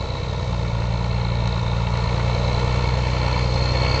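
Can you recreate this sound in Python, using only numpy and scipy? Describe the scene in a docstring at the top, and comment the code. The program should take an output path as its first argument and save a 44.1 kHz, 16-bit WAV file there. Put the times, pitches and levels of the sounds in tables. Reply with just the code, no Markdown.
"""A heavy six-cylinder diesel truck crawls over a rise on a dirt track and comes slowly nearer.
From the start, over a tyre rumble, each firing thumps and rasps out of the exhaust stack, rattles
the block and blows a chirp of turbo whistle. The engine slows through the first second; loose metal
clacks at 0.8 s and three times near 2 s. Then the engine takes load and picks up speed: the whistle
climbs, and the exhaust barks louder as the truck tops the rise."""
import sys
import numpy as np
from scipy import signal
from scipy.fft import rfft, irfft, next_fast_len
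from scipy.io import wavfile
from scipy.ndimage import map_coordinates

SR = 44100
rng = np.random.default_rng(int(sys.argv[2]) if len(sys.argv) > 2 else 0)


def output_pcm(signal):
    """Save a mono or channel-first signal as 16-bit PCM at the path in sys.argv[1].

    Samples are clipped to [-1, 1] before scaling.
    """
    pcm = np.clip(np.atleast_2d(signal).T, -1, 1) * 32767
    wavfile.write(sys.argv[1], SR, np.round(pcm).astype(np.int16))


N = 176400

# Cylinders in firing order. Each row: thump weight in dB, lateness in firing periods, knock weight
# in dB. The exhaust thump scales the first two by its unevenness.
CYLINDER_TRAITS = [(-0.04, 0.0062, -7.5), (-7, -0.024, -7.5), (-0.2, 0.025, -5), (-3.2, -0.016, -5),
                   (-2.8, 0.0015, -10.5), (-2.4, -0.025, -8.5)]


def amp(db):
    """Decibels to gain."""
    return 10 ** (np.asarray(db) / 20)


def unit(x):
    """Scale to rms 1."""
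    return x / np.sqrt(np.mean(x ** 2) + 1e-20)


def curves(rows):
    """One value per sample for each column after the time."""
    times_s, *columns = np.transpose(rows)
    return [np.interp(np.arange(N) / SR, times_s, column) for column in columns]


def wobble(knots_per_s):
    """Smooth random curve."""
    at = np.arange(N) * knots_per_s / SR
    return map_coordinates(rng.standard_normal(8192), [at], mode="wrap")


def filtered(x, response):
    """Apply a complex frequency response."""
    size = next_fast_len(N + SR // 2)
    return irfft(rfft(x, size) * response(np.fft.rfftfreq(size, 1 / SR)), size)[:N]


def gain(points, hz):
    """Gain of (Hz, dB) points on a log axis."""
    points_hz, db = np.transpose(points)
    return amp(np.interp(np.log(hz + 1), np.log(points_hz + 1), db))


def coloured(x, points):
    """Filter by (Hz, dB) points, then scale to rms 1."""
    return unit(filtered(x, lambda hz: gain(points, hz)))


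def noise():
    """Fresh white noise."""
    return rng.standard_normal(N)


def puffs(firings, at, width, cylinder_db, scatter_db):
    """One bell-shaped swell per firing, sized by cylinder and chance; at, width in firing periods."""
    nearest = np.round(firings - at).astype(int)
    size = amp(np.resize(cylinder_db, 600) + scatter_db * rng.standard_normal(600))
    neighbours = (nearest - 1, nearest, nearest + 1)
    return sum(size[k] * np.exp(-.5 * ((firings - at - k) / width) ** 2) for k in neighbours)


def turbulence(firings, repeat_db):
    """Noise, part of which repeats every engine cycle."""
    cycle = rng.standard_normal(4400)
    position = firings / len(CYLINDER_TRAITS) % 1
    return noise() + amp(repeat_db) * cycle[(position * len(cycle)).astype(int)]


def rumble():
    """Tyres and chassis rumble evenly over the ruts."""
    # Each row: frequency in Hz, gain in dB.
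    spectrum = [(12, -19), (30, 2), (60, -0.5), (110, 2), (170, -2), (260, -13.5), (400, -34.5),
                (800, -59.5)]
    return amp(-32.5) * coloured(noise(), spectrum)


def brush_echo(x, level_db=-14, t60_s=0.046):
    """Brush beside the track scatters a short, diffuse echo."""
    t = np.arange(SR // 4) / SR
    tail = rng.standard_normal(len(t)) * amp(-60 * t / t60_s)
    return amp(level_db) * signal.fftconvolve(x, tail / np.linalg.norm(tail))[:N]


def loose_metal(t60_s=0.07):
    """Loose metal on the chassis clacks as the truck jolts."""
    # Each row: start in seconds, peak level in dB.
    clacks = [(0.82, -31.5), (1.954, -30), (2.162, -34.5), (2.197, -28)]
    spectrum_hz_db = [(400, -22), (900, 5.5), (2300, 0.5), (4000, -14.5), (8000, -35.5)]
    t = np.arange(N) / SR
    envelope = sum(amp(db - 60 * np.abs(t - start_s) / t60_s) * (t >= start_s) for start_s, db in clacks)
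    return envelope * coloured(noise(), spectrum_hz_db)


def block_clatter(firings, trim_db=-0.5):
    """The block's resonances rattle in step with the firings."""
    # Each row: time in seconds, level in dB before trim.
    levels = [(0, -42.5), (.6, -42), (1.3, -40), (1.9, -39), (2.6, -36.5), (3, -35.5), (3.3, -32.5),
              (3.5, -37.5), (4, -31)]
    # Each row: frequency in Hz, gain in dB.
    resonances = [(1200, -35), (1500, -11), (1590, -8.5), (1790, 1.5), (2000, -6.5), (2235, 6),
                  (2430, -6.5), (2615, 3), (2900, -9.5), (3090, -2), (3320, -9), (3520, -5.5),
                  (3750, -11.5), (4800, -48)]
    knock_db = np.array(CYLINDER_TRAITS)[:, 2]
    drive = turbulence(firings, repeat_db=-9.5)
    drive *= .8 + puffs(firings, at=0.63, width=0.2, cylinder_db=knock_db, scatter_db=3.0)
    return amp(curves(levels)[0] + trim_db) * coloured(drive, resonances)


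def gas_hiss(firings, trim_db=2):
    """Gas hisses, with an irregular spurt at each firing."""
    # Each row: time in seconds, level in dB before trim.
    levels = [(0, -47), (.5, -46.5), (1.3, -48), (2, -45), (2.5, -42.5), (3, -43), (4, -40.5)]
    # Each row: frequency in Hz, gain in dB.
    spectrum = [(2800, -16.5), (3600, 11.5), (4400, 10), (5000, 3.5), (5900, 0.5), (6600, 2.5), (6830, -2),
                (6930, -16), (7050, 1), (7600, -6), (8200, -12.5), (8800, -36.5)]
    knock_db = np.array(CYLINDER_TRAITS)[:, 2]
    hiss = noise() * amp(wobble(300))
    hiss *= 2 + puffs(firings, at=0.64, width=0.098, cylinder_db=knock_db, scatter_db=6.5)
    return amp(curves(levels)[0] + trim_db) * coloured(hiss, spectrum)


def turbo_whistle(firings, surge_hz=437, flutter_hz=35.7, drift_hz=30, flicker_db=2.5, trim_db=-0.5):
    """Each puff swells the whistle and bends it up; it slides back onto a steady tone."""
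    # Each row: time in seconds, level in dB before trim, loudest moment in firing periods,
    # weight of the steady tone.
    shape = [(0, -38, 0.77, 0.29), (.35, -40.5, 0.73, 0.22), (.62, -43, 0.69, 0.073),
             (1.05, -41, 0.45, 0.034), (1.25, -40, .58, .03), (1.42, -37, .64, .03),
             (1.7, -36.5, 0.65, 0.057), (1.87, -41.5, 0.76, .03), (2.05, -38, .6, 0.037),
             (2.3, -37.5, 0.83, .1), (2.55, -36, 0.77, 0.29), (2.8, -40.5, .68, 0.067),
             (3.1, -38.5, 0.73, 0.082), (3.42, -37, 0.7, 0.25), (3.6, -34, 0.91, 0.24), (4, -30, .78, 0.14)]
    # Pitch between puffs. Each row: time in seconds, frequency in Hz.
    rest_pitch = [(0, 3920), (.4, 3800), (.75, 3680), (1.05, 3780), (1.45, 3700), (1.7, 3660), (2.05, 3860),
                  (2.6, 3960), (2.8, 3930), (3.1, 4060), (3.55, 4190), (4, 4350)]
    level_db, loudest, steady = curves(shape)
    rest_hz, = curves(rest_pitch)
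    push_db = 0.64 * np.array(CYLINDER_TRAITS)[:, 0]
    surge = puffs(firings, at=0.498, width=0.13, cylinder_db=[0], scatter_db=1.36)
    chirp_hz = rest_hz + surge_hz * surge + flutter_hz * wobble(450)
    swell = 0.12 + puffs(firings, at=loudest, width=0.18, cylinder_db=push_db, scatter_db=1.5)
    flicker = amp(flicker_db * wobble(500))
    chirps = swell * flicker * np.sin(2 * np.pi * np.cumsum(chirp_hz) / SR)
    tone_hz = rest_hz + drift_hz * wobble(120)
    tone = steady * (.5 + swell) * np.sin(2 * np.pi * np.cumsum(tone_hz) / SR)
    return amp(level_db + trim_db) * unit(chirps + tone)


def stack_rasp(firings, rasp_trim_db=-1.5, growl_trim_db=1.5):
    """Puffs of turbulent gas ring the stack: a rasp in its lower resonances, a growl in the upper."""
    # Each row: time in seconds, level in dB before trim.
    rasp_levels = [(0, -34), (1.2, -33.5), (1.8, -34), (2.4, -29), (3, -31), (3.6, -30.5), (4, -27.5)]
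    growl_levels = [(0, -39), (1, -37), (1.6, -36), (2, -33), (2.2, -33.5), (2.8, -33), (3.05, -35.5),
                    (3.3, -31), (3.5, -34), (4, -30)]
    # Each row: frequency in Hz, gain in dB.
    lower_resonances = [(150, -29.5), (220, -14), (275, -22), (320, -4.5), (415, -7), (460, 1.5), (545, 2),
                        (605, -1), (680, -5.5), (750, -10.5), (900, -54)]
    upper_resonances = [(600, -15), (740, -12.5), (800, -3), (895, 2), (1010, 0.5), (1110, -3.5),
                        (1230, -11), (1330, -6), (1440, -8), (1550, -22), (1900, -53)]
    knock_db = np.array(CYLINDER_TRAITS)[:, 2]
    long_puffs = turbulence(firings, repeat_db=-2.5)
    long_puffs *= .5 + puffs(firings, at=0.5, width=0.32, cylinder_db=knock_db, scatter_db=0.4)
    short_puffs = turbulence(firings, repeat_db=-2.5)
    short_puffs *= .5 + puffs(firings, at=0.78, width=0.13, cylinder_db=knock_db, scatter_db=1.5)
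    rasp = amp(curves(rasp_levels)[0] + rasp_trim_db) * coloured(long_puffs, lower_resonances)
    growl = amp(curves(growl_levels)[0] + growl_trim_db) * coloured(short_puffs, upper_resonances)
    return rasp + growl


def exhaust_thump(firings, at_periods=0.58, jitter_periods=0.009, scatter_db=0.4, thump_trim_db=-0.5):
    """Each firing expels a slug of gas and the pipe sucks back after it; its sharp edge barks."""
    # Each row: time in seconds, factor on the differences between cylinders.
    unevenness = [(0, 2.4), (.45, 1.1), (.8, 0.55), (1.5, .6), (2.1, 0.92), (2.4, 1), (2.9, 0.81),
                  (3.4, 0.71), (4, 1.4)]
    # Each row: time in seconds, level in dB (the thump's before trim).
    thump_levels = [(0.0, -26.5), (0.03, -26), (0.75, -22.5), (2.75, -20), (3.2, -21), (3.31, -20),
                    (3.98, -20), (4.0, -21)]
    bark_levels = [(0, -45.5), (.8, -55), (1.7, -58), (2.4, -44.5), (2.8, -45.5), (3.4, -41), (4, -36)]
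    # Each row: frequency in Hz, gain in dB.
    muffler = [(15, -18.5), (30, -6), (60, 8.5), (90, 14.5), (120, 9.5), (150, 4), (180, 1.5), (215, -29),
               (250, -16.5), (400, -26), (700, -83)]
    bark_spectrum = [(170, -47), (215, -19.5), (250, 6.5), (310, 3), (370, 2.5), (450, -7.5), (550, -9.5),
                     (750, -30.5), (1200, -56)]
    k = np.arange(int(firings[-1]) + 1)
    uneven = np.interp(k, firings, curves(unevenness)[0])
    size_db, late_periods, _ = uneven * np.array(CYLINDER_TRAITS)[k % len(CYLINDER_TRAITS)].T
    jitter, scatter = rng.standard_normal((len(k), 2)).T
    onset_periods = k + at_periods + late_periods + jitter_periods * jitter
    onset_samples = np.interp(onset_periods, firings, np.arange(N), right=N).astype(int)
    pulses = np.bincount(onset_samples, amp(size_db + scatter_db * scatter), N + 1)[:N]
    push_pull = unit(filtered(pulses, lambda hz: 1j * gain(muffler, hz)))  # 90 degree phase shift
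    thump = amp(curves(thump_levels)[0] + thump_trim_db) * push_pull
    bark = amp(curves(bark_levels)[0]) * coloured(pulses, bark_spectrum)
    return thump + bark


def scene():
    """The crankshaft times the engine layers; only the brighter sounds echo."""
    # Each row: time in seconds, firings per second.
    engine_speed = [(0.0, 63.44), (0.2, 61.92), (0.4, 61.11), (0.6, 58.37), (0.85, 57.49), (1.1, 58.43),
                    (1.4, 58.06), (1.7, 58.05), (2.0, 58.42), (2.25, 58.99), (2.5, 60.68), (2.8, 61.07),
                    (3.05, 61.83), (3.3, 61.69), (3.5, 60.69), (3.7, 61.73), (3.85, 62.72), (4.0, 63.13)]
    firing_hz, = curves(engine_speed)
    firings = np.cumsum(firing_hz) / SR
    bright = stack_rasp(firings) + block_clatter(firings) + gas_hiss(firings)
    bright += turbo_whistle(firings) + loose_metal()
    return (exhaust_thump(firings) + rumble() + bright + brush_echo(bright))[None]


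def record(dry, cutoff_hz=8840):
    """Brick-wall low-pass."""
    return filtered(dry[0], lambda hz: hz < cutoff_hz)[None]


dry = scene()
out = record(dry)
output_pcm(out)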